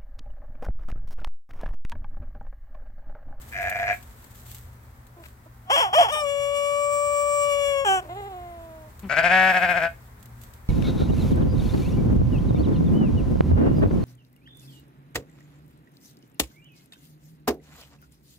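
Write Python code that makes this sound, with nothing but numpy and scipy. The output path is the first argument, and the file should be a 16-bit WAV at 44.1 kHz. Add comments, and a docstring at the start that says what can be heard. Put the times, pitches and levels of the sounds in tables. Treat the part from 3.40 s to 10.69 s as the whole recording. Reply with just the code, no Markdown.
"""Dirt pen under trees: a creaky far bleat, then a close ewe that hums and gives a quavering call.
Between them a rooster a step away clucks and crows: two harsh syllables, a long clean note, a drop, a groan.
Voices are glottal pulses through throat resonances; the long note is a sum of gliding partials.
Hooves are random clicks in dry straw and damped sine thuds; the earth bank gives a short noise-tail echo.
Behind lie a rumble of shaped noise and a low, wavering hum of three sines."""
import sys
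import numpy as np
from scipy import signal
from scipy.fft import rfft, irfft, next_fast_len
from scipy.io import wavfile
from scipy.ndimage import uniform_filter1d, map_coordinates

SR = 44100
rng = np.random.default_rng(int(sys.argv[2]) if len(sys.argv) > 2 else 0)


def store_wav(level_fs):
    """Save 16-bit WAV to argv[1]."""
    pcm = np.round(np.clip(np.atleast_2d(level_fs), -1, 1) * 32767)
    wavfile.write(sys.argv[1], SR, pcm.T.astype(np.int16))


N = 321470
T = np.arange(N) / SR

# ewe's throat: slope [hz, level_db], resonances [centre_hz, width_hz, peak_db]
EWE_THROAT = ([(100, -21), (180, -11), (370, -24.5), (560, -13.5), (1150, -16.5), (1500, -9), (2600, -11.5),
              (3200, -17), (3800, -25.5), (5200, -28.5), (6200, -36), (8000, -34), (10500, -52),
              (13000, -56)], [(687, 190, 16.8), (1613, 290, 12.6), (1822, 43, 4.5), (2123, 115, 9.5),
              (2466, 98, 10.2)])
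# ewe's throat, mouth shut: slope [hz, level_db], resonances [centre_hz, width_hz, peak_db]
HUM_THROAT = ([(90, -20), (190, 6.5), (400, -8.5), (600, -18), (900, -15), (1400, -25), (3000, -32.5),
              (8000, -78)], [(203, 60, 3.9)])
# ewe's stereo position: [hz, left_minus_right_db]
EWE_SIDE = [(200, 3), (700, 3.5), (1150, 1.5), (1500, 13), (1850, -4), (2250, 16.5), (2650, 11.5),
            (3300, -4), (4800, 2.5), (9000, 5.5)]
# throat catches that make the ewe quaver: [middle_s, depth_db]
EWE_CATCHES = [(5.751, 11), (5.821, 12.5), (5.891, 6.5), (6.133, 6.5), (6.203, 9.3), (6.273, 6),
               (6.342, 7.5), (6.404, 8)]

# heaves of the far bleat: [start_s, end_s, pitch_hz, base_level_db, onset_brightness_db]
FAR_HEAVES = [(.115, .475, 96.5, -33, 24), (.458, 0.54, 111.4, -22, 1)]
# far sheep's throat: slope [hz, level_db], resonances [centre_hz, width_hz, peak_db]
FAR_THROAT = ([(90, -1.5), (300, -24), (550, -11), (1100, -17.5), (1600, -13.5), (2500, -16), (3000, -22),
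              (5000, -34.5), (7000, -35), (10000, -66), (16000, -79)], [(700.4, 135, 24), (1714, 400, 17),
              (2080, 350, 9), (2403, 250, 12.5)])
# far sheep's stereo position: [hz, left_minus_right_db]
FAR_SIDE = [(200, 1), (700, -3), (1700, -1), (2350, 9), (3800, -5), (6800, 10), (9500, 0), (14000, 9)]
# throat catches of the far bleat: [middle_s, depth_db]
FAR_CATCHES = [(.303, 7), (.341, 12), (.379, 13), (.413, 8), (.452, 6)]

# air pushes that open the crow: [start_s, end_s, top_pitch_hz, level_db, release_s]
CROW_PUSHES = [(2.295, 2.408, 571, -18.5, .066), (2.526, 2.62, 641, -19, 0.058),
               (2.68, 2.74, 603, -31, .06)]
# overblown moments, note breaks into a rasp: [middle_s, half_length_s]
CROW_RASPS = [(2.383, .022), (2.603, .021)]
# ringing peak of the second syllable: [time_s, pitch_hz, level_db]
SQUAWK = [(2.55, 600, -42), (2.565, 620, -25), (2.577, 650, -20), (2.586, 705, -10.5), (2.603, 710, -10.5),
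          (2.618, 690, -12), (2.63, 640, -34)]
# held note: [time_s, pitch_hz]
HELD_PITCH = [(2.716, 601.3), (2.792, 604), (2.85, 574), (2.88, 564.6), (3.512, 579.5), (3.972, 579.6),
              (4.248, 566.5), (4.258, 565.3), (4.452, 547.2)]
# partials of the held note: [multiple, level_db, left_minus_right_db]
CROW_PARTIALS = [(1, 1.5, 11), (2, 0, 3.5), (3, -10.5, 8.5), (4, -13, 13), (5, -10.5, 10), (6, -11, -1.5),
                 (7, -37, 4), (8, -36, -7), (9, -34.5, 7), (10, -25.5, 1), (11, -37, -10),
                 (12, -27.5, -9.5), (13, -15.5, -5.5), (14, -31.5, -16), (15, -30.5, 12), (16, -37, -17),
                 (17, -39.5, -18), (18, -30, -8.5), (19, -43, 25), (20, -62, 2), (21, -37, 1),
                 (22, -39, -10), (23, -54, -9), (24, -33, 1), (25, -34, 3), (26, -58, -7), (27, -37, -10)]
# narrow peaks and dips that the gliding partials pass through: [centre_hz, width_hz, peak_db]
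CROW_RIPPLE = [(599, 11.5, -9.5), (1125.7, 34.4, -9), (1729, 86, -18.5), (2905, 46, -15.5), (3490, 95, -21),
               (5353, 160, 22), (7520, 56, 11.5)]
# groan: [time_s, pitch_hz]
GROAN_PITCH = [(4.685, 326.5), (4.703, 343), (4.773, 401.4), (4.799, 411.7), (4.843, 389), (4.869, 409),
               (4.939, 363.5), (5.227, 331.3), (5.51, 305)]
# throat catches of the groan: [middle_s, depth_db]
GROAN_CATCHES = [(4.745, 6.2), (4.83, 1.7), (4.895, 4)]
# soft throat sounds: [start_s, end_s, pitch_hz, level_db, roughness, brightness_db]
CLUCKS = [(1.759, 1.838, 333, -48, 0.28, -12), (1.831, 1.872, 320, -45.5, 0.5, 27),
          (2.057, 2.081, 307, -40.5, .3, -19), (4.594, 4.7, 342, -44, 0.67, -3)]
# rooster's throat, opening: slope [hz, level_db], resonances [centre_hz, width_hz, peak_db]
CROW_THROAT = ([(200, -21), (420, -21), (700, 2.5), (1150, -3), (1500, -8), (2500, -16), (3300, -2.5),
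               (3700, -38.5), (4500, -29.5), (5500, -27), (8000, -26.5), (9300, -33.5), (12000, -29),
               (15500, -34)], [(3230, 440, 6.9), (5440, 410, 13.7), (7530, 400, 5.2)])
# rooster's throat, drop: slope [hz, level_db], resonances [centre_hz, width_hz, peak_db]
DROP_THROAT = ([(200, -20), (400, -8), (800, 3), (1200, -7.5), (1600, -3), (2000, -24), (3200, -13),
               (3800, -37), (4900, -48), (5500, -23), (7500, -30), (9000, -31.5), (12000, -39),
               (15000, -36)], [(3160, 250, 12), (7560, 280, 18.3)])
# rooster's throat, groan: slope [hz, level_db], resonances [centre_hz, width_hz, peak_db]
GROAN_THROAT = ([(150, -25), (360, -2.5), (700, 6.5), (1150, -8.5), (1600, -18), (2100, -35.5), (3000, -21),
                (4000, -27), (5500, -61), (12000, -47)], [(2083, 180, 21), (7320, 700, 30)])
# rooster's throat, clucks: slope [hz, level_db], resonances [centre_hz, width_hz, peak_db]
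CLUCK_THROAT = ([(200, 0.5), (360, -2), (650, -4.5), (1000, -3), (2000, -18.5), (4000, -25.5),
                (10000, -46)], [(600, 53, 14)])
# rooster's stereo position: [hz, left_minus_right_db]
CROW_SIDE = [(400, 0), (850, -3), (1150, 0.5), (1900, 10), (2450, 16.5), (3100, 3.5), (5300, 5),
             (6800, -4.5), (9800, -13.5), (13000, 5.5)]

# hoof steps in straw: [time_s, relative_level_db, left_minus_right_db]
STEPS = [(0.016, -41, 12), (0.297, -24.5, 0), (0.6275, -43, 8), (0.842, -40, 3), (0.9542, -48, 3),
         (1.1143, -40, 9), (1.1472, -34, 8), (1.668, -46, 5), (5.5937, -36, 2), (6.828, -38.5, -1),
         (6.8574, -41.5, -0.5), (7.0147, -40, -3), (7.0357, -36, -1), (7.136, -40.5, 2)]
# hooves landing on earth: [time_s, level_db]
THUDS = [(1.112, -36), (1.146, -38), (1.249, -38), (1.274, -36), (7.03, -38)]
# bouts in which the flock stirs the straw: [middle_s, half_length_s, relative_level_db]
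STIRS = [(0.206, 0.7, -51), (1.117, 0.15, -50.5), (1.863, 0.059, -60), (3.9, 1.0, -59.5),
         (6.138, 0.32, -47.5), (7.054, 0.17, -63)]
# straw spectrum: [hz, level_db]
STRAW = [(300, -22), (1500, -2.5), (3500, 2.5), (5500, -3), (8000, 6), (10000, -4), (13000, 7), (16000, -1)]
# outdoor air spectrum: [hz, level_db]
AIR = [(12, -28.5), (20, -23), (63, -1), (93, -7.5), (127, -6.5), (150, -19), (234, -16.5), (277, -23),
       (624, -27.5), (949, -26.5), (1960, -31.5), (2910, -43.5), (7110, -47), (12800, -44.5),
       (16000, -41.5)]
# distant rumble, relative to AIR_DB: [time_s, level_db]
RUMBLE = [(0, 1), (1.8, -4), (2.7, -4), (3.6, -5), (4.5, -1.5), (5.3, -0.5), (7.29, -2)]
# low hum: [tone_hz, relative_level_db]
HUM = [(58.5, -66), (119.5, -53.5), (239, -65.5)]

# roughness (0-1) at full effort; slack folds at the ends of a call add SLACK_ROUGH
EWE_ROUGH, HUM_ROUGH, FAR_ROUGH = .06, .2, .33
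CROW_ROUGH, DROP_ROUGH, GROAN_ROUGH, SLACK_ROUGH = .12, .06, .1, .3
CATCH_ROUGH_PER_DB, CATCH_ROUGH_S = .012, .07

# slack syrinx, and how fast it follows a push
REST_HZ, PUSH_ATTACK_S, TENSE_S, RELAX_S = 365, .0052, .023, .026
LEAD_IN_S, LEAD_IN_DB = .022, -23  # murmur around the start of each push

HELD_DB, HELD_RELEASE_S = -29.5, .076
SWELL_DB_PER_S, TREBLE_SWELL_DB_PER_S_PER_OCTAVE = 2, .68
# bright start, dull end
HELD_ONSET_DB_PER_OCTAVE, HELD_ONSET_S, HELD_END_DB_PER_OCTAVE = 3, .093, -3

STRAW_CALM_DB, AIR_DB = -67, -46  # before rustle and balance gains
TOP_HZ = 15900


def near_ewe():
    """Ewe: a short hum with the mouth shut, then one arched, quavering call with a ground bounce."""
    pitch = arch(5.688, 6.485, hz=189.7, scoop=.355, scoop_s=.088, drop=.15, drop_s=.15)
    rows = call(pitch, db=-15, attack_s=.06, release_s=.029, rough=EWE_ROUGH, swell_db_per_s=-8,
                bright_db=-5.5, onset_db=6, onset_s=.2, catches=EWE_CATCHES)
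    bleat = voice(rows, EWE_THROAT, EWE_SIDE, lead_ms=.035, jitter=.12, shimmer=.9, air=2.4,
                  catches=EWE_CATCHES, catch_s=.016, sag=.011, stretch=.32)
    pitch = arch(5.626, 5.70, hz=213.1, scoop=.011, scoop_s=.02, drop=.33, drop_s=.035)
    rows = call(pitch, db=-27.5, attack_s=.01, release_s=.07, rough=HUM_ROUGH, bright_db=1)
    hum = voice(rows, HUM_THROAT, EWE_SIDE, lead_ms=.01, jitter=.058, shimmer=.53, air=9.9)
    return ground(bleat, bounce=.18, left_ms=3.115, right_ms=5.9) + hum


def far_sheep():
    """Creaky bleat from across the pen: low, rough pulses swell to a last heave."""
    x = 0
    for start, end, hz, db, onset_db in FAR_HEAVES:
        pitch = arch(start, end, hz, scoop=.08, scoop_s=.1, drop=-.04, drop_s=.046)
        rows = call(pitch, db, attack_s=.022, release_s=.023, rough=FAR_ROUGH, swell_db_per_s=27.5,
                    bright_db=2.5, onset_db=onset_db, onset_s=.042)
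        x = x + voice(rows, FAR_THROAT, FAR_SIDE, lead_ms=.11, jitter=.22, shimmer=1, air=2.7,
                      catches=FAR_CATCHES, catch_s=.01, sag=.0034, stretch=.038)
    return ground(x, bounce=.24, left_ms=4.3, right_ms=2.9)


def crow():
    """Rooster: clucks, two harsh syllables, held note, drop to the low register, fading groan."""
    rows = crow_opening(bright_db=-3, slack_dull_db=-10, rasp_bright_db=2.5)
    x = voice(rows, CROW_THROAT, CROW_SIDE, lead_ms=.19, jitter=.24, shimmer=.32, air=.6)
    x += held_note(lead_ms=.19, air_db=-55)
    x += squawk(lead_ms=.2, waver=.0112)
    return x + crow_drop() + groan() + clucks()


def crow_opening(bright_db, slack_dull_db, rasp_bright_db):
    """Each air push lifts level, then pitch; overblown, the syrinx falls to rest pitch and rasps."""
    first_start, last_end, last_release = CROW_PUSHES[0][0], CROW_PUSHES[-1][1], CROW_PUSHES[-1][-1]
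    t = T[(T > first_start - 2 * LEAD_IN_S) & (T < last_end + 2 * last_release)]
    hz, gain, flow, tension = REST_HZ, 1e-4, 0, 0
    for start, end, top_hz, db, release_s in CROW_PUSHES:
        age, past = np.maximum(t - start, 0), np.maximum(t - end, 0)
        push = (1 - bell(age, 0, PUSH_ATTACK_S)) * bell(past, 0, release_s)
        murmur = amp(LEAD_IN_DB) * bell(t, start, LEAD_IN_S)
        tense = (1 - bell(age, 0, TENSE_S)) * np.exp(-past / RELAX_S)
        hz = hz + (top_hz - REST_HZ) * tense
        gain = gain + amp(db) * (push + murmur)
        flow = flow + push
        tension = tension + tense
    rasp = sum(np.exp(-((t - s) / half) ** 6) for s, half in CROW_RASPS)
    rough = np.clip(CROW_ROUGH + SLACK_ROUGH * (1 - tension) + rasp, 0, 1)
    slack = 1 - np.minimum((flow + tension) / 2, 1)
    bright = bright_db + slack_dull_db * slack + rasp_bright_db * rasp
    return np.column_stack([t, hz + rasp * (REST_HZ - hz), 20 * np.log10(gain), rough, bright])


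def squawk(lead_ms, waver):
    """The syrinx briefly locks onto the throat resonance: one nearly pure, wavering sine."""
    t, hz, db = read(SQUAWK)
    phase = 2 * np.pi * np.cumsum(hz * (1 + waver * wander(t, 300))) / SR
    x = unit(np.sin(phase)) * amp(db)
    return place(t, x, x, lead_ms)


def held_note(lead_ms, air_db):
    """Long note: partials on a fluttering pitch swell and glide through narrow peaks and dips."""
    t, hz = read(HELD_PITCH)
    flutter = .0012 * wander(t, 200) + .0015 * wander(t, 30)
    phase = 2 * np.pi * np.cumsum(hz * (1 + flutter)) / SR
    swell = wander(t, 22)
    release = np.exp((t - t[-1]) / HELD_RELEASE_S)
    tilt_db = HELD_ONSET_DB_PER_OCTAVE * np.exp((t[0] - t) / HELD_ONSET_S)
    tilt_db = tilt_db + HELD_END_DB_PER_OCTAVE * release
    x = 0
    for k, (_, db, pan_db) in enumerate(CROW_PARTIALS, 1):
        ripple_db = sum(peak / (1 + (2 * (k * hz - centre) / width) ** 2)
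                        for centre, width, peak in CROW_RIPPLE)
        treble_db = TREBLE_SWELL_DB_PER_S_PER_OCTAVE * (t - t.mean()) + tilt_db
        effort_db = SWELL_DB_PER_S * (t - t[0]) + np.log2(k) * treble_db
        flicker_db = np.log(k) * (.6 * swell + .4 * wander(t, 14))
        partial = np.sin(k * phase + k * k) * amp(db + ripple_db + effort_db + flicker_db)
        x = x + np.outer(amp([pan_db / 2, -pan_db / 2]), partial)
    x = x * np.sqrt(2) * amp(HELD_DB) * (1 - .5 * release)
    x = x + amp(air_db) * unit(colour(rng.standard_normal(len(t)), *CROW_THROAT))
    left, right = x * signal.windows.tukey(len(t), .015)
    return place(t, left, right, lead_ms)


def crow_drop():
    """Drop to the low register: a short pulse voice that starts high, sinks and fades."""
    pitch = arch(4.443, 4.61, hz=385, scoop=-.16, scoop_s=.019, drop=.14, drop_s=.026)
    rows = call(pitch, db=-14, attack_s=.03, release_s=.029, rough=DROP_ROUGH, swell_db_per_s=-45,
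                bright_db=-3, onset_db=6.5, onset_s=.047)
    return voice(rows, DROP_THROAT, CROW_SIDE, lead_ms=.18, jitter=.15, shimmer=.7, air=.35)


def groan():
    """Fading groan: pulses on an uneven pitch that finally sinks, dented by throat catches."""
    rows = call(GROAN_PITCH, db=-33, attack_s=.012, release_s=.025, rough=GROAN_ROUGH,
                swell_db_per_s=-18.5, bright_db=-6, onset_db=9.5, onset_s=.57, catches=GROAN_CATCHES)
    return voice(rows, GROAN_THROAT, CROW_SIDE, lead_ms=.19, jitter=.15, shimmer=.91, air=.5,
                 catches=GROAN_CATCHES, catch_s=.012, sag=.002)


def clucks():
    """Soft throat sounds: very short pulse calls that fall in pitch."""
    x = 0
    for start, end, hz, db, rough, bright_db in CLUCKS:
        pitch = arch(start, end, hz, scoop=-.13, scoop_s=.018, drop=.08, drop_s=.018)
        rows = call(pitch, db, attack_s=.011, release_s=.011, rough=rough, bright_db=bright_db)
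        x = x + voice(rows, CLUCK_THROAT, CROW_SIDE, lead_ms=.18, jitter=.17, shimmer=.96, air=1)
    return x


def arch(start, end, hz, scoop, scoop_s, drop, drop_s):
    """Pitch scoops up by a share as folds tense, drops by a share as air runs out; negatives invert."""
    t = np.linspace(start, end, 200)
    rise = scoop * np.exp((start - t) / scoop_s)
    fall = drop * np.exp((t - end) / drop_s)
    return np.column_stack([t, hz * (1 - rise - fall)])


def call(pitch, db, attack_s, release_s, rough, swell_db_per_s=0, bright_db=0, onset_db=0, onset_s=1,
         catches=()):
    """Effort rises, holds, lets go; slack and catches roughen. Rows: s, Hz, dB, roughness, bright dB."""
    t, hz = read(pitch)
    age = t - t[0]
    effort = (1 - np.exp(-age / attack_s)) * (1 - np.exp((t - t[-1]) / release_s))
    level_db = db + swell_db_per_s * age + 20 * np.log10(effort + 1e-3)
    catch_rough = sum(CATCH_ROUGH_PER_DB * depth * bell(t, s, CATCH_ROUGH_S) for s, depth in catches)
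    rough = rough + SLACK_ROUGH * (1 - effort) + catch_rough
    return np.column_stack([t, hz, level_db, rough, bright_db + onset_db * np.exp(-age / onset_s)])


def voice(rows, throat, side, lead_ms, jitter, shimmer, air, catches=(), catch_s=.015, sag=.01, stretch=0):
    """One call: pulses ring the throat; each catch drops level and pitch (sag: share per dB) together."""
    t, hz, db, rough, bright_db = read(rows)
    dip_db = sum(depth * bell(t, s, catch_s) for s, depth in catches)
    hz = hz * (1 - sag * dip_db)
    # throat tightens as pitch climbs: its resonances run on a faster clock
    tight = (hz / np.median(hz)) ** stretch
    clock = np.cumsum(tight)
    ticks = np.arange(clock[-1] + 1)
    tick_hz, tick_rough = np.interp(ticks, clock, hz / tight), np.interp(ticks, clock, rough)
    source = folds(ticks / SR, tick_hz, tick_rough, jitter, shimmer, air)
    x = map_coordinates(colour(smear(source), *throat), [clock], order=3)
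    # brightness scales what lies above 1300 Hz
    low = signal.sosfiltfilt(signal.butter(3, 1300, fs=SR, output="sos"), x)
    x = low + amp(bright_db) * (x - low)
    # flatten the running level, then impose the call's own
    power = uniform_filter1d(uniform_filter1d(x ** 2, size=700), size=700)
    x = x / np.sqrt(np.abs(power) + 1e-12) * amp(db - dip_db)
    left, right = (colour(x, [(f, sign * d / 2) for f, d in side]) for sign in (1, -1))
    return place(t, left, right, lead_ms)


def folds(t, hz, rough, jitter, shimmer, air):
    """Glottal pulses; roughness unsettles their timing and size and adds a puff of hiss to each."""
    unsteady = np.exp(jitter * np.abs(rough) ** 1.4 * wander(t, np.mean(hz)))
    phase = np.cumsum(hz * unsteady) / SR
    offset = (phase + .5) % 1 - .5
    lag = offset * SR / hz  # samples from the pulse centre
    pulses = np.sinc(lag * 4 / 5) * np.exp(-(lag / 8) ** 2)
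    pulses = unit(pulses - uniform_filter1d(pulses, size=1024))
    hiss = colour(rng.standard_normal(len(t)), [(500, -22), (2500, -14), (5000, 0)])
    puffs = unit(np.exp(-4 * (phase % 1)) * hiss)
    size = np.exp(shimmer * rough * wander(t, np.mean(hz) / 2))
    return (pulses + air * np.sqrt(np.abs(rough)) * puffs) * size


def smear(x):
    """Short round trips in the mouth (allpass) spread each pulse in time without colouring it."""
    for lag in (13, 29, 47):  # samples
        loop = np.r_[1, np.zeros(lag - 1), -.6]
        x = signal.lfilter(loop[::-1], loop, x)
    return x


def ground(x, bounce, left_ms, right_ms):
    """Bounce off packed earth: a weaker copy reaches each microphone just after the direct sound."""
    late = [np.interp(T - ms / 1000, T, c) for c, ms in zip(x, (left_ms, right_ms))]
    return x + bounce * np.array(late)


def hooves(step_db, step_s, rustle_db, grain_db, thud_hz, thud_s):
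    """Straw snaps in tiny random clicks, thickly under each step; heavy steps thump the earth."""
    stirred = amp(STRAW_CALM_DB) + sum(amp(db) * bell(T, s, half) for s, half, db in STIRS)
    envelope = np.ones((2, 1)) * stirred * amp(rustle_db + 2.5 * wander(T, 45))
    for s, db, pan_db in STEPS:
        near = (T >= s) & (T < s + .1)
        burst = amp(db + step_db) * np.exp((s - T[near]) / step_s)
        envelope[:, near] += np.outer(amp([pan_db / 2, -pan_db / 2]), burst)
    sizes = amp(grain_db * np.minimum(rng.exponential(size=N), 6))
    clicks = [rng.standard_normal(N) * sizes * (rng.random(N) < .15) for _ in range(2)]
    out = envelope * [unit(colour(c, STRAW)) for c in clicks]
    for s, db in THUDS:
        near = (T >= s) & (T < s + .1)
        age = T[near] - s
        out[:, near] += amp(db) * np.sin(2 * np.pi * thud_hz * age) * np.exp(-age / thud_s)
    return out


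def bank(x, wet_db, t60_s):
    """Earth bank and trees: scattered, dull echoes as decaying noise tails, one per microphone."""
    t = T[:SR // 2]
    dull = [(200, -10.5), (700, 2.5), (2200, 4.5), (5000, 2.5), (14000, -44)]
    decay = amp(-60 * t / t60_s) * (t > .006)
    tails = [colour(rng.standard_normal(len(t)) * decay, dull) for _ in range(2)]
    mono = x[0] + x[1]
    echoes = [signal.oaconvolve(mono, h / np.linalg.norm(h))[:N] / 2 for h in tails]
    return amp(wet_db) * np.array(echoes)


def outdoors(side_db, hum_db):
    """Distant rumble alike in both microphones, a wider noise wash above it, wavering hum sines."""
    mid, side = (unit(colour(rng.standard_normal(N), AIR)) for _ in range(2))
    side = amp(side_db) * colour(side, [(150, -19.5), (350, -9), (800, -1.5), (2000, -1.5)])
    hum = 0
    for hz, db in HUM:
        tone = unit(np.sin(2 * np.pi * hz * T + .5 * wander(T, 4.6)))
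        hum = hum + amp(db + 2.65 * wander(T, 11)) * tone
    level = amp(AIR_DB + np.interp(T, *np.transpose(RUMBLE)))
    x = level * (mid + np.outer([1, -1], side)) + amp(hum_db) * hum
    return x * amp([[.6], [-.6]])  # left, right balance in dB


def amp(db):
    """Decibels to gain."""
    return 10 ** (np.asarray(db) / 20)


def unit(x):
    """Scale to rms 1."""
    return x / np.sqrt(np.mean(x ** 2) + 1e-18)


def bell(t, middle, half):
    """Smooth bump of height 1."""
    return np.exp(-((t - middle) / half) ** 2)


def read(rows):
    """Sample times that a curve spans, and its columns at those times."""
    s, *columns = np.transpose(rows)
    t = T[(T >= s[0]) & (T <= s[-1])]
    return t, *(np.interp(t, s, c) for c in columns)


def wander(t, hz):
    """Random curve of rms 1 through hz new values a second."""
    knots = np.arange(t[0], t[-1] + 2 / hz, 1 / hz)
    return unit(np.interp(t, knots, rng.standard_normal(len(knots))))


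def response(points, resonances=(), size=2048):
    """Causal (minimum-phase) impulse response of a slope with resonances on top."""
    f = np.arange(size // 2 + 1) * SR / size
    hz, db = np.transpose(points)
    db = np.interp(np.log(f + 1), np.log(hz), db)
    for centre, width, peak in resonances:
        db = db + peak / (1 + (2 * (f - centre) / width) ** 2)
    # fold the cepstrum onto positive time
    cepstrum = irfft(np.log(amp(db)))
    cepstrum[1:size // 2] *= 2
    cepstrum[size // 2 + 1:] = 0
    return irfft(np.exp(rfft(cepstrum)))


def colour(x, points, resonances=()):
    """Pass a sound through such a response."""
    return signal.oaconvolve(x, response(points, resonances))[:len(x)]


def place(t, left, right, lead_ms):
    """Lay a sound into the scene; it reaches the left microphone lead_ms earlier."""
    out, start = np.zeros((2, N)), int(round(t[0] * SR))
    size = next_fast_len(len(t) + 256)
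    f = np.arange(size // 2 + 1) * SR / size
    delay = np.exp(-2j * np.pi * f * lead_ms / 1000)
    out[:, start:start + len(t)] = left, irfft(rfft(right, size) * delay, size)[:len(t)]
    return out


def scene():
    """Sheep, rooster and hooves in the open pen."""
    ewe, far, rooster = near_ewe(), far_sheep(), crow()
    echoes = bank(ewe, wet_db=-15, t60_s=.22) + bank(far, wet_db=-8, t60_s=.16)
    echoes += bank(rooster, wet_db=-22, t60_s=.3)
    steps = hooves(step_db=-5.5, step_s=.005, rustle_db=-2, grain_db=2.6, thud_hz=85, thud_s=.014)
    return ewe + far + rooster + steps + echoes + outdoors(side_db=2, hum_db=-3)


def record(dry):
    """Recorder: rounds the loudest peaks, cuts above TOP_HZ."""
    rounded = dry / (1 + (dry / .8) ** 4) ** .25
    return signal.sosfilt(signal.ellip(10, .2, 70, TOP_HZ, fs=SR, output="sos"), rounded)


dry = scene()
out = record(dry)
store_wav(out)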